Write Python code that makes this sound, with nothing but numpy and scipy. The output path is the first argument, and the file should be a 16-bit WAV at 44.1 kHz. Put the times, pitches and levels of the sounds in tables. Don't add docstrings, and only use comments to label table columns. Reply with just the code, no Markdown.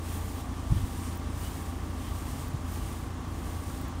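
import sys
import numpy as np
from scipy import signal
from scipy.fft import rfft, irfft
from scipy.io import wavfile

SR = 44100
rng = np.random.default_rng(int(sys.argv[2]) if len(sys.argv) > 2 else 0)


def generate_wav(signal):
    frames = np.transpose(np.atleast_2d(signal))
    scaled = np.clip(frames, -1, 1) * 32767
    pcm = np.round(scaled).astype(np.int16)
    wavfile.write(sys.argv[1], SR, pcm)


N = 176400
T = np.arange(N) / SR
HZ = np.fft.rfftfreq(N, 1 / SR)

# (frequency [Hz], relative level [dB])
STREET_EQ = [(15, -39), (30, -20), (48, 1), (75, -0.5), (108, -1.5), (150, -6.5), (220, -9), (320, -10.5),
             (400, -20), (550, -21), (800, -18.5), (1170, -19), (1400, -25), (1800, -26), (2400, -32),
             (3200, -30), (4200, -35.5), (7000, -36), (15000, -61)]
# (multiple of the firing rate [x], level [dB])
BOOM_PARTIALS = [(1, -52.5), (2, -42), (2.5, -56), (3, -39.5), (4, -57)]
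# (frequency [Hz], level of a partial there [dB])
DRONE_CURVE = [(125, -82.5), (170, -63.5), (215, -58.5), (255, -55), (310, -66.5), (380, -67), (600, -72.5),
               (900, -76), (1150, -76.5), (1400, -89.5)]
# (frequency [Hz], level [dB])
WHINE_TONES = [(247, -57.5), (261.5, -52), (438.6, -61), (595, -65.5), (721.5, -68), (791.5, -59.5),
               (820, -72), (962, -65), (1070, -61), (1131, -61.5), (1153, -63), (1173, -60.5), (1205, -79),
               (1307, -69), (1743, -75), (2083, -71)]
# (frequency [Hz], relative level [dB])
CLATTER_EQ = [(100, -31), (190, -7.5), (255, 2), (330, 3), (420, -24), (700, -10.5), (1150, -12),
              (1400, -14.5), (3000, -26.5), (8000, -31)]
# (time [s], level [dB])
ZIP_TICKS = [(1.156, -45), (1.1732, -41.5), (2.4823, -43.5), (2.5361, -53), (3.8122, -43.5), (3.8816, -46)]
# (centre time [s], core half length [s], core peak [dB], rumble half length [s], rumble level [dB])
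EDDY_HITS = [(0.7225, .0019, -19, .013, -25), (.768, 0.0055, -33, 0.019, -24.5),
             (0.8403, 0.0024, -20, .018, -30), (2.55, .0014, -27, .011, -34.5)]
# (frequency [Hz], relative level [dB])
RUMBLE_EQ = [(15, -20), (35, -2), (55, 1), (125, -1.5), (190, -11.5), (300, -17.5), (420, -31),
             (900, -54.5)]
# (centre time [s], half length [s], whoosh level [dB], whistle pitch [Hz], whistle level [dB])
TOWEL_PASSES = [(.13, 0.06, -55, 3280, -68), (0.393, 0.03, -51.5, 3300, -62), (.78, 0.068, -55, 3130, -59),
                (1.45, 0.083, -55.5, 2960, -54.5), (2.07, 0.067, -52.5, 3190, -59),
                (2.846, 0.068, -67, 3010, -61), (3.48, .06, -74, 2950, -73)]
# (frequency [Hz], relative level [dB])
WHOOSH_EQ = [(100, -8), (400, 11), (900, -3.5), (1400, -28.5), (2100, -5), (3500, -0.5), (6000, -15),
             (12000, -22)]
# (centre time [s], half length [s], rub level [dB], fizz trim [dB])
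SLEEVE_STROKES = [(.09, 0.051, -49.5, 0), (0.158, 0.039, -49, 3.5), (0.272, 0.068, -51, 0.5),
                  (0.388, 0.04, -52.5, 2), (.60, 0.18, -59, -3), (0.777, 0.072, -54, 0),
                  (0.937, 0.11, -52, 0), (1.082, 0.066, -49.5, -3), (1.297, .07, -58, -4),
                  (1.428, .055, -50.5, 1.5), (1.543, 0.1, -52, 1.5), (1.667, 0.065, -56, 0),
                  (1.852, 0.11, -60.5, 1), (2.04, .06, -53.5, -1), (2.178, 0.072, -52, 1.5),
                  (2.30, 0.04, -49.5, 0), (2.41, 0.067, -51.5, -0.5), (2.613, .08, -61, -2),
                  (2.738, .05, -50.5, 2), (2.893, 0.087, -51, -0.5), (3.027, 0.065, -60, 0),
                  (3.505, 0.14, -54, 0.5), (3.73, 0.092, -52.5, 0)]
# (frequency [Hz], relative level [dB])
RUB_EQ = [(700, -18), (1500, -0.5), (2100, 3), (3000, 0), (4500, -1), (6500, 0.5), (8000, 2), (9300, 5),
          (10000, 1.5), (10800, -15), (15000, -36)]
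# (frequency [Hz], relative level [dB])
FIZZ_EQ = [(700, -47), (8000, -30), (10500, -7), (12000, -6), (13500, -1), (14500, -3), (16000, -8)]


def amp(db):
    return 10 ** (np.asarray(db) / 20)


def unit(x):
    return x / np.sqrt(np.mean(x ** 2) + 1e-20)


def level_at(curve, hz):
    curve_hz, db = np.transpose(curve)
    return np.interp(np.log(hz + 1), np.log(curve_hz + 1), db)


def colour(x, curve):
    return unit(irfft(rfft(x) * amp(level_at(curve, HZ)), N))


def noise():
    return rng.standard_normal(N)


def band(centre_hz, octaves):
    bell = np.exp(-.5 * (np.log2((HZ + 1) / centre_hz) / octaves) ** 2)
    return unit(irfft(rfft(noise()) * bell, N))


def drift(rate_hz):
    lowpass = np.exp(-.5 * (HZ / rate_hz) ** 2) * (HZ > 0)
    return unit(irfft(rfft(noise()) * lowpass, N))


def swell(centre_s, half_s):
    return np.exp(-.5 * ((T - centre_s) / half_s) ** 2)


def burst(x, envelope):
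    return unit(x * envelope) * np.sqrt(np.mean(envelope ** 2))


def street():
    level_db, swell_db = -39.5, .47
    return amp(level_db + swell_db * drift(3.5)) * colour(noise(), STREET_EQ)


def engine():
    firing_hz, speed_waver = 28.31, .003084
    phase = 2 * np.pi * np.cumsum(firing_hz * (1 + speed_waver * drift(2.83))) / SR
    surge_db, clatter_db = .9, -50
    boom = -sum(amp(db) * np.cos(order * phase) for order, db in BOOM_PARTIALS)
    boom *= amp(surge_db * drift(5))
    drone, whine = np.zeros(N), np.zeros(N)
    for order in np.arange(4.5, 48, .5):
        gain = amp(level_at(DRONE_CURVE, order * firing_hz))
        drone += gain * np.cos(order * phase + 2 * np.pi * rng.random())
    waver_db, waver_hz = 1.5, 2.14
    for hz, db in WHINE_TONES:
        gain = amp(db + waver_db * drift(2.7))
        pitch_hz = hz + waver_hz * drift(4.7)
        whine += gain * np.sin(2 * np.pi * np.cumsum(pitch_hz) / SR)
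    pulse = 1 + .48 * np.cos(phase) + .11 * np.sin(phase / 2)
    clatter = amp(clatter_db) * colour(noise() * pulse, CLATTER_EQ)
    return np.sqrt(2) * (boom + drone + whine) + clatter


def wall_reflections(x, level_db=-16, t60_s=.1, predelay_s=.008):
    t = T[:SR // 2]
    taps = rng.standard_normal(len(t)) * (rng.random(len(t)) < .05) * (t > predelay_s)
    tail = taps * amp(-60 * t / t60_s)
    return amp(level_db) * signal.fftconvolve(x, tail / np.linalg.norm(tail))[:N]


def zip_pull(attack_s=.0006, t60_s=.023):
    ring, out = band(centre_hz=14800, octaves=.12), np.zeros(N)
    for start, db in ZIP_TICKS:
        age = np.maximum(T - start, 0)
        attack = np.minimum(age / attack_s, 1)
        decay = amp(-60 * np.minimum(age / t60_s, 2))
        out += amp(db) * burst(ring, attack * decay)
    return out


def draught():
    rumble, out = colour(noise(), RUMBLE_EQ), np.zeros(N)
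    for centre, core_half, core_db, rumble_half, rumble_db in EDDY_HITS:
        push_pull = (centre - T) / core_half * swell(centre, core_half) * np.sqrt(np.e)
        out += amp(core_db) * push_pull
        out += amp(rumble_db) * burst(rumble, swell(centre, rumble_half))
    return out


def towel(whistle_width_hz=260, rise_hz_per_s=2500):
    whoosh, out = colour(noise(), WHOOSH_EQ), np.zeros(N)
    for centre, half, whoosh_db, whistle_hz, whistle_db in TOWEL_PASSES:
        phase = 2 * np.pi * np.cumsum(whistle_hz + rise_hz_per_s * (T - centre)) / SR
        smear = drift(whistle_width_hz / 2) + 1j * drift(whistle_width_hz / 2)
        whistle = (smear * np.exp(1j * phase)).real
        out += amp(whoosh_db) * whoosh * swell(centre, half)
        out += amp(whistle_db) * burst(whistle, swell(centre, .4 * half))
    return out


def nylon_friction(snaps_per_s=3500, snap_share=.12, spread_db=5):
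    snaps = noise() * (rng.random(N) < snaps_per_s / SR)
    snaps *= amp(spread_db * np.minimum(rng.exponential(1, N), 4))
    return np.sqrt(1 - snap_share) * noise() + np.sqrt(snap_share) * unit(snaps)


def sleeves(fizz_offset_db=-4, flutter_db=.62):
    rub_power, fizz_power = amp(-61) ** 2, amp(-74) ** 2
    for centre, half, rub_db, fizz_trim_db in SLEEVE_STROKES:
        stroke_power = (amp(rub_db) * swell(centre, half)) ** 2
        rub_power += stroke_power
        fizz_power += stroke_power * amp(fizz_offset_db + fizz_trim_db) ** 2
    rub = np.sqrt(rub_power) * colour(nylon_friction(), RUB_EQ)
    fizz = np.sqrt(fizz_power) * colour(nylon_friction(), FIZZ_EQ)
    return (rub + fizz) * amp(flutter_db * drift(24))


def scene():
    foreground = sleeves() + towel() + zip_pull()
    return (foreground + wall_reflections(foreground) + draught() + engine() + street())[None]


def record(dry):
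    cutoff_hz = 15720
    high_cut = signal.firwin(801, cutoff_hz, window=("kaiser", 9), fs=SR)
    return signal.oaconvolve(dry, high_cut[None], "same")


dry = scene()
out = record(dry)
generate_wav(out)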